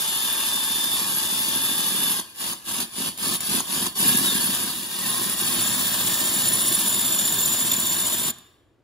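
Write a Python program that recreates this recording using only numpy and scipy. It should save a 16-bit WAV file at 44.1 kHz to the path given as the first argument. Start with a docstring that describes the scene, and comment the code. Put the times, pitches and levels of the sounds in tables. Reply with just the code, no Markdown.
"""A cordless drill grinds with a faint gear whine into a ceramic bottle on a folded blanket in a kitchen.
Its trigger is pumped a few times, held again and let go. Dense random clicks of grit are filtered into hiss
and drive resonances of shank, bottle, chuck jaws and gearbox; slower bumps thump into the blanket.
The motor is a set of unsteady sines; ticks and brake clacks are single blows that ring the same kind of modes.
Two microphone ports close by hear it all over the room tail and a quiet hush."""
import sys
import numpy as np
from scipy import signal
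from scipy.fft import rfft, irfft
from scipy.io import wavfile
from scipy.ndimage import uniform_filter1d

SR = 44100
rng = np.random.default_rng(int(sys.argv[2]) if len(sys.argv) > 2 else 0)


def makeup_ratio(level_db):
    """Linear amplitude ratio for a level in decibels (20 dB per factor of ten)."""
    decades = np.asarray(level_db, float) / 20
    return 10 ** decades


def unload_wav(signal):
    """Save mono or channel-first audio to the path in sys.argv[1] as 16-bit WAV at rate SR, clipped to [-1, 1]."""
    wavfile.write(
        sys.argv[1],
        SR,
        np.round(np.clip(np.atleast_2d(signal).T, -1, 1) * 32767).astype(np.int16),
    )


N = 389403
T = np.arange(N) / SR


def evened(x):
    """Scales to rms 1."""
    return x / np.sqrt(np.mean(x ** 2) + 1e-20)


def columns(rows):
    """Turns every column after the first (seconds) into a curve over time."""
    s, *rest = np.transpose(rows)
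    return [np.interp(T, s, c) for c in rest]


def coloured(x, points):
    """Filters x by a spectrum of (Hz, dB) points and scales the result to rms 1."""
    f, db = np.transpose(points)
    hz = np.fft.rfftfreq(x.shape[-1], 1 / SR)
    gain = makeup_ratio(np.interp(np.log(hz + 1), np.log(f), db))
    return evened(irfft(rfft(x) * gain, x.shape[-1]))


def ring(x, modes):
    """Each mode is a steep resonance (one pole, twice) driven by x and scaled to its own level."""
    out = np.zeros(N)
    for hz, width, db in modes:
        pole = np.exp((2j * np.pi * hz - np.pi * width) / SR)
        rung = signal.lfilter([1], np.poly([pole, pole]), x).real
        out += makeup_ratio(db) * evened(rung)
    return out


def wander(hz):
    """Slow random drift of rms 1: noise smoothed twice over 1/hz seconds."""
    size = int(SR / hz)
    once = uniform_filter1d(rng.standard_normal(N), size)
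    return evened(uniform_filter1d(once, size))


# Spectrum of the quiet room. Each row: frequency in Hz, relative density in dB per Hz.
HUSH = [(60, -8), (115, -1.5), (187, -21.5), (305, -6.5), (705, -19), (15500, -52)]


def hush():
    """The quiet room: coloured noise, mostly alike at both ports."""
    common, left, right = rng.standard_normal((3, N))
    both = np.array([common + .5 * left, common + .5 * right])
    return makeup_ratio(-62) * coloured(both, HUSH)


# Room tail by frequency. Each row: frequency in Hz, decay time t60 in seconds, relative level in dB.
ROOM = [(300, .55, -1), (1500, .9, -3), (4000, .68, -5.5), (7500, .58, -9), (12000, .6, -14)]


def kitchen(x):
    """Room tail: taps of random sign, one in every 20 samples, decay at a rate set by their frequency."""
    taps, at = np.zeros(SR), np.arange(200, SR - 20, 20)
    taps[at + rng.integers(0, 20, len(at))] = rng.choice([-1., 1.], len(at))
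    hz, t, z = signal.stft(taps, SR, nperseg=256)
    f, *rest = np.transpose(ROOM)
    t60, far_db = (np.interp(hz, f, c)[:, None] for c in rest)
    near = makeup_ratio(4.5 - 60 * t / 0.039)  # counter and wall close by answer first and die fast
    far = makeup_ratio(far_db - 60 * t / t60)
    tail = signal.istft(z * (far + near), SR, nperseg=256)[1]
    return makeup_ratio(-16) * signal.fftconvolve(x, tail / np.linalg.norm(tail))[:N]


# Stereo picture of the ports. Each row: frequency in Hz, likeness 0-1, left over right in dB.
PORTS = [(60, 1, -3), (354, 0.72, -2), (857, 0.66, 2), (1440, 0.43, 0.5), (2460, 0, 1), (3400, 0.56, 0.5),
         (6000, 0.12, 1.5), (7500, 0.87, 0), (8800, 0.8, 1.1), (10000, 0.97, -1.1), (12100, 0.96, 0.5),
         (16000, 0.7, -1)]
# Phase by which the right port leads. Each row: frequency in Hz, lead in radians.
LEAD = [(0, 0), (1000, -.55), (3550, -.85), (4500, -.3), (6300, 0), (8350, 3.14), (12100, 9.42),
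        (16000, 15.7)]
# the ports oppose each other here until the microphone nears, and the place slides down as it comes
OPPOSED_HZ, OPPOSED_WIDTH_HZ, OPPOSED_RAD, OPPOSED_SLIDE_HZ = 3073, 198, -2.4, 900
# motor tones reach the ports nearly unscattered; the room tail comes from all sides
TONE_SCATTER, TAIL_SCATTER_RAD = 0.19, 0.29


def scatter_map(shape):
    """Random field of rms 1, smooth over 22 frames in time and 3 bins in frequency."""
    over_time = uniform_filter1d(rng.standard_normal(shape), 22, 1)
    return evened(uniform_filter1d(over_time, 3, 0))


def ports(grind, tones, tail):
    """The phase between the ports, scrambled by drifting scatter that weakens as the hand-held microphone nears."""
    hz, t, z = signal.stft(np.array([grind, tones, tail]), SR, nperseg=1024, noverlap=768)
    f, *rest = np.transpose(PORTS)
    likeness, balance_db = (np.interp(hz, f, c)[:, None] for c in rest)
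    distance_share = np.interp(t, [4.5, 6.5], [1.05, .75])
    spread = np.sqrt(-2 * np.log(np.clip(likeness, .05, 1))) * distance_share
    phase, patch = scatter_map(z[0].shape), scatter_map(z[0].shape)

    far = np.interp(t, [5.6, 7.2], [1, 0])
    opposed_hz = OPPOSED_HZ - OPPOSED_SLIDE_HZ * (1 - far)
    opposed = np.exp(-((hz[:, None] - opposed_hz) / OPPOSED_WIDTH_HZ) ** 2) * np.sqrt(far)
    lead = np.interp(hz, *np.transpose(LEAD))[:, None] + OPPOSED_RAD * opposed

    side, heard = np.array([-.5, .5])[:, None, None], 0
    diffuse = spread + TAIL_SCATTER_RAD * np.minimum(hz / 6000, 1)[:, None]
    for part, scatter in zip(z, (spread, TONE_SCATTER * spread, diffuse)):
        turned = np.exp(1j * side * (lead + scatter * phase))
        heard = heard + part * turned * makeup_ratio(-side * (balance_db + 2.6 * scatter * patch))
    return signal.istft(heard, SR, nperseg=1024, noverlap=768)[1][:, :N]


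# Chuck speed, held until the next row. Each row: start in seconds, speed in turns per second.
SPEED = [(0, 12.87), (2.1, 11.12), (4.6, 12.91), (5.5, 15.03)]


def chuck_angle():
    """Angle of the chuck in radians: its stepped speed summed over time."""
    s, speed = np.transpose(SPEED)
    first_turn = .94
    turns_per_s = speed[np.searchsorted(s, T, "right") - 1]
    return 2 * np.pi * (first_turn + np.cumsum(turns_per_s) / SR)


TURN = chuck_angle()

# How hard the bit is pushed. Each row: time in seconds, grinding gain in dB, blanket thump in dB over grinding.
PUSH = [(0, -31.5, -21), (1.4, -31, -14), (2.1, -30.5, -13), (2.25, -33.5, -13), (3, -32.5, -6),
        (3.55, -28, -6.5), (3.8, -30.5, -6.5), (4.1, -26.5, -6), (4.55, -30.5, -7.5), (4.88, -38, -9.5),
        (5.06, -30, -9), (5.3, -31, -7.5), (5.46, -28.5, -9), (6.9, -29.5, -9), (8.3, -31.5, -8)]
# The trigger is pumped. 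Each row: let go in seconds, pulled again in seconds, deepest dip in dB,
# jolt back at the pull in dB, spin-up in seconds.
PUMPS = [(2.199, 2.348, -20.5, 0, 0.065), (2.526, 2.636, -20, 1.5, 0.049), (2.833, 2.922, -20, 4.5, 0.061),
         (3.089, 3.184, -20, 12.5, 0.06), (3.357, 3.405, -21.5, 13, 0.12), (3.596, 3.642, -18, 7.5, 0.11),
         (3.871, 3.954, -22, 13.5, 0.052), (5.322, 5.369, -6, 2.5, 0.034)]


def load():
    """The push on the bit, cut by each let-go and climbing back after each pull: grinding dB, thump dB over it."""
    brake_s, thump_lag_db = 0.036, -7.5  # time constant of the sinking level; the thump returns late
    load_db, thump_db = columns(PUSH)
    for off, on, dip_db, jolt_db, spin_s in PUMPS:
        sinking = (T < on) * (1 - np.exp(-np.maximum(T - off, 0) / brake_s))
        behind = (T >= on) * np.clip(1 - (T - on) / spin_s, 0, 1)
        load_db = load_db + dip_db * sinking + (dip_db + jolt_db) * behind
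        thump_db = thump_db + thump_lag_db * np.sqrt(behind)
    return uniform_filter1d(load_db, size=100), uniform_filter1d(thump_db, size=100)


def tone(rows, waver_hz, flutter_db):
    """A sine on a pitch curve, slightly unsteady in pitch and level, silent outside its rows."""
    hz, db, *wobble_hz = columns(rows)
    inside = uniform_filter1d(1. * (T >= rows[0][0]) * (T < rows[-1][0]), 800)
    pitch_hz = hz + sum(wobble_hz) * np.sin(TURN) + waver_hz * wander(84)
    cycles = np.cumsum(pitch_hz) / SR
    level = makeup_ratio(db + flutter_db * wander(30))
    return np.sqrt(2) * inside * level * np.sin(2 * np.pi * cycles)


# Motor whine at full trigger. Each row: time in seconds, gear mesh in Hz, level in dB, once-a-turn wobble in Hz.
WHINE = [(0, 3566, -34, 24), (.96, 3559, -33, 15), (1.0, 3525, -46, 10), (1.2, 3525, -43, 6),
         (1.3, 3548, -34.5, 9), (1.96, 3540, -36.5, 8), (2.08, 3530, -32, 9), (2.15, 3470, -42, 5)]
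# Shaft tone of the last long pull. Each row: time in seconds, pitch in Hz, level in dB, once-a-turn wobble in Hz.
SHAFT = [(5.03, 1055, -42, 40), (5.2, 1050, -43.5, 36), (5.3, 1044, -51, 3), (8.3, 1030, -51, 2)]
# The bottle groans when pushed hard. Each row: time in seconds, pitch in Hz, level in dB.
GROAN = [(4.1, 1700, -39), (4.6, 1630, -54), (4.95, 1880, -47), (6.7, 1800, -50)]
# Speed control whistle. Each row: time in seconds, level in dB before the load scales it.
CONTROL = [(0, -50), (2.2, -43), (5.2, -41), (5.6, -58)]
# A falling squeak. Each row: time in seconds, pitch in Hz, level in dB.
SQUEAK = [(4.235, 4000, -42), (4.278, 3760, -26), (4.32, 3570, -28), (4.345, 3450, -40)]


def motor():
    """Sines for gear whine, shaft, groan and squeak, and a control whistle whose level follows the load."""
    load_db = load()[0]
    control_hz, mesh_per_shaft, shaft_db = 12398, 4, -50
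    shaft = [(s, hz / mesh_per_shaft, shaft_db) for s, hz, *_ in WHINE]
    whine = tone(WHINE, 3.5, 1.5) + tone(shaft, 1.5, 1.4) + tone(SHAFT, 3, 2.5)
    groan = tone(GROAN, 45, 3)
    whistle = tone([(s, control_hz, db) for s, db in CONTROL], 8, 4)
    whistle = makeup_ratio(load_db - load_db.max() + 3) * whistle
    return whine + groan + whistle + tone(SQUEAK, 4, .8)


def struck(rows, modes, crack_db):
    """Single blows that ring a set of modes, with a short noise crack."""
    blows = np.zeros(N)
    s, db = np.transpose(rows)
    blows[np.round(s * SR).astype(int)] = makeup_ratio(db)
    crack = makeup_ratio(-60 * T[:400] / 0.017) * rng.standard_normal(400)
    rung = ring(blows, modes)
    rung = blows.max() * rung / abs(rung).max()
    return rung + makeup_ratio(crack_db) * signal.oaconvolve(blows, crack)[:N]


# Trigger and chuck ticks. Each row: time in seconds, blow level in dB.
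TICKS = [(2.359, -35), (2.8035, -16), (3.1758, -25), (3.406, -17.5), (4.548, -18), (8.384, -37.5)]
# A chip breaks off the bottle wall. Each row: time in seconds, blow level in dB.
CHIP = [(7.716, -7.5)]
# The brake grips. Each row: time in seconds, blow level in dB.
CLACKS = [(2.197, -20), (2.533, -18.5), (2.827, -23), (3.354, -19), (3.6045, -10.5), (3.866, -15.5)]
# Housing modes rung by the brake. Each row: frequency in Hz, width in Hz, relative level in dB.
HOUSING = [(1010, 460, -7), (6500, 250, -3.5), (10400, 470, -3.5)]


def ticks():
    """Ticks ring the shank and the bottle, a chip rings the wall, the brake clacks in the housing."""
    clicks = struck(TICKS, SHANK + WALL + RIM, -2.7)
    return clicks + struck(CHIP, WALL, -20.5) + struck(CLACKS, HOUSING, -20)


def grit(per_s, spread_db, once_db, lag, throb_db, drift_db):
    """Dense clicks of crushed grains; the off-centre bit bites harder once a turn, and unevenly between."""
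    uneven = sum(np.cos(k * TURN + 2 * np.pi * rng.random() + wander(1.5)) for k in (2, 3, 4))
    bite_db = once_db * np.cos(TURN + lag) + throb_db * uneven + drift_db * wander(27.0)
    size = makeup_ratio(spread_db * np.minimum(rng.exponential(1, N), 4)) * rng.choice([-1., 1.], N)
    clicks = size * (rng.random(N) < per_s / SR)
    return evened(clicks * makeup_ratio(bite_db))


# Hiss of the grit in a shallow and in a deep hole. Each row: frequency in Hz, relative density in dB per Hz.
SHALLOW = [(70, -32.5), (150, -5.5), (500, -6.5), (2200, -6.5), (3250, 3.5), (4100, -1.5), (4800, 1),
           (5900, -4.5), (6400, -2), (7500, -2), (9000, 1.5), (12500, 0.5), (14000, -7), (15700, -11)]
DEEP = [(70, -35.5), (150, -9.5), (500, -4), (2200, -4.5), (3200, 3), (4600, 1), (5200, -4), (5600, 2.5),
        (7500, -36.5), (9000, 3), (12500, 2), (14000, 2.5), (15700, 2)]


def grit_hiss(grains, depth):
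    """Crushed grains hiss; the shallow colour gives way to the deep one at equal power."""
    deep_grains = grit(8000, 2.4, 0.72, .1, 1.0, 0.28)
    return np.sqrt(1 - depth) * coloured(grains, SHALLOW) + np.sqrt(depth) * coloured(deep_grains, DEEP)


# Low, belly and high mode of the bottle body. Each row: frequency in Hz, width in Hz, level in dB.
BODY = [(1084, 545, -13.5), (1660, 320, -14), (2851, 120, -19)]


def bottle_body(grains, pumped):
    """Grit rings the bottle body; its belly mode rings less while the trigger is pumped."""
    low, belly, high = (ring(grains, [mode]) for mode in BODY)
    return low + makeup_ratio(-3 * pumped) * belly + high


# Modes of shank, bottle wall, hole rim, scraped hole side and rattling gearbox, before any scaling by depth
# or whine. Each row: frequency in Hz, width in Hz, relative level in dB.
SHANK = [(11215, 45, -10), (11295, 90, -5), (11600, 520, -.5)]
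WALL = [(624, 70, -23), (958, 5, -29), (7120, 140, -2), (7456, 65, -14), (3560, 210, -10), (13410, 170, -6),
        (14020, 240, -11)]
RIM = [(9945, 120, -9), (10142, 115, -3), (10380, 300, -7)]
SCRAPE = [(8200, 2460, 1.5), (14750, 1800, -16)]
GEARS = [(3590, 380, -10)]
# Ringing against hole depth. Each row: depth 0-1, shank gain in dB, wall gain in dB.
RINGS = [(0, 1.5, -19), (.15, 7.5, -10.5), (.5, -11, -8.5), (.85, -7, -2), (1, -9, 8)]


def grit_rings(depth, rim_db, pumped):
    """Separate streams of grit ring each family of modes, at gains set by depth, trigger and gear whine."""
    at, *levels = np.transpose(RINGS)
    shank_db, wall_db = (np.interp(depth, at, db) for db in levels)
    shank_db = shank_db - 10.5 * pumped  # the shank rings less while the trigger is pumped
    gears_db = -5 * (T < WHINE[-1][0])  # the gearbox rattles less while it whines cleanly
    rings = makeup_ratio(shank_db) * ring(grit(5000, 3, 3.2, 0, 1.4, 1.2), SHANK)
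    rings += makeup_ratio(wall_db) * ring(grit(3000, 2.7, 0.78, 2.2, 2.1, 1.0), WALL)
    rings += makeup_ratio(rim_db) * ring(grit(4000, 4.6, 4.0, -0.11, 3.0, 1.0), RIM)
    rings += depth * ring(grit(6700, 2.4, 4.2, -.1, 0.4, .8), SCRAPE)  # the bit rubs the side of the deep hole
    rings += makeup_ratio(gears_db) * ring(grit(2500, 2.7, 0.89, .1, 1.2, 0.98), GEARS)
    return rings


# The bottle bounces under the hardest push. Each row: time in seconds, bounces per second.
CHATTER = [(3.98, 32.5), (4.28, 31), (4.37, 21.5), (4.57, 21)]
# Blanket modes before the depth tilt. Each row: frequency in Hz, width in Hz, relative level in dB.
PAD = [(122, 22.6, -7), (200.7, 82, -3), (257.6, 107, 0), (321, 59, -9.5)]


def blanket_thump(thump_db, depth):
    """Bumps of the bottle ring the blanket, which swallows the lowest push; the thump darkens with depth."""
    chatter_db, knock_db, weak_knock = 5.5, .5, .75  # weak_knock: share taken off every second knock
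    sink_db, middle_hz = 5.5, 230  # tilt in dB per octave per unit of depth, about the middle
    bouncing = (T > CHATTER[0][0]) * (T < CHATTER[-1][0])
    bounces = np.cumsum(bouncing * columns(CHATTER)[0]) / SR
    bounce_db = -chatter_db * bouncing * np.cos(2 * np.pi * bounces)
    bumps = grit(600, 1.7, 0.45, 2.5, 1.76, 0.38) * makeup_ratio(bounce_db)

    halves = np.floor(TURN / np.pi)  # in the shallow hole the bit knocks evenly, twice a turn, strong and weak
    knocks = evened(np.diff(halves, prepend=halves[0]) * (1 - weak_knock * (halves % 2)))
    bumps = bumps + makeup_ratio(knock_db) * knocks * (T < PUMPS[0][0])

    thump = np.zeros(N)
    for mode in PAD:
        tilt_db = sink_db * (depth - .5) * np.log2(middle_hz / mode[0])
        thump += makeup_ratio(tilt_db) * ring(bumps, [mode])
    swallow = signal.butter(3, 105, "high", fs=SR, output="sos")
    return makeup_ratio(thump_db) * signal.sosfilt(swallow, thump)


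# Progress of the hole. Each row: time in seconds, depth 0-1, rim gain in dB, chuck jaws gain in dB.
HOLE = [(0, 0.016, -25, -4), (2.1, 0.065, -3.5, 5), (3.3, 0.11, -1, 6.5), (4.6, 0.31, -4, 7),
        (5.6, 0.67, -1, 8.5), (6.1, 0.85, -15, -3), (6.5, 0.89, 6, 5), (7.4, 0.95, 0, 5),
        (8.3, 0.92, -0.5, 4.5)]
# The chuck jaws ring. Each row: frequency in Hz, width in Hz, relative level in dB.
JAWS = [(4469, 42, -22)]
# The counter top drones. Each row: frequency in Hz, width in Hz, relative level in dB.
COUNTER = [(57, 19, -31)]


def grinding():
    """Hiss, bottle body, rings, blanket thump and counter drone, all scaled by the load on the bit."""
    stop_s = 8.312  # the brake halts the chuck
    jaws_free = .35  # share of a drop in load that the jaws do not follow
    load_db, thump_db = load()
    depth, rim_db, jaws_db = columns(HOLE)
    pumped = uniform_filter1d(1. * (T > PUMPS[0][0]) * (T < PUMPS[-2][1]), size=4000)
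    grains = grit(9000, 3.46, 0.038, .1, 0.34, 0.44)
    jaws_db = jaws_db + jaws_free * (load_db.max() - load_db)

    mix = makeup_ratio(5.5) * grit_hiss(grains, depth) + bottle_body(grains, pumped)
    mix += makeup_ratio(jaws_db) * ring(grains, JAWS)
    mix += grit_rings(depth, rim_db, pumped)
    mix += blanket_thump(thump_db, depth)
    mix += ring(rng.standard_normal(N), COUNTER)
    running = uniform_filter1d(1. * (T < stop_s), 500)
    return running * makeup_ratio(load_db) * mix


def scene():
    """Drill and bottle in the kitchen, heard at both ports."""
    grind, tones = grinding() + ticks(), motor()
    return ports(grind, tones, kitchen(grind + tones)) + hush()


def roll_off(x):
    """The treble ends steeply here."""
    return signal.sosfilt(signal.butter(12, 16080, fs=SR, output="sos"), x)


def record(dry):
    """The microphone drops the deepest bass below 38 Hz and the band ends sharply at 15740 Hz."""
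    low_cut = signal.butter(3, 38, "high", fs=SR, output="sos")
    heard = signal.sosfilt(low_cut, dry)
    band_end = signal.firwin(1023, 15740, window=("kaiser", 9), fs=SR)
    heard = signal.oaconvolve(heard, band_end[None], "same")
    return roll_off(heard)


dry = scene()
out = record(dry)
unload_wav(out)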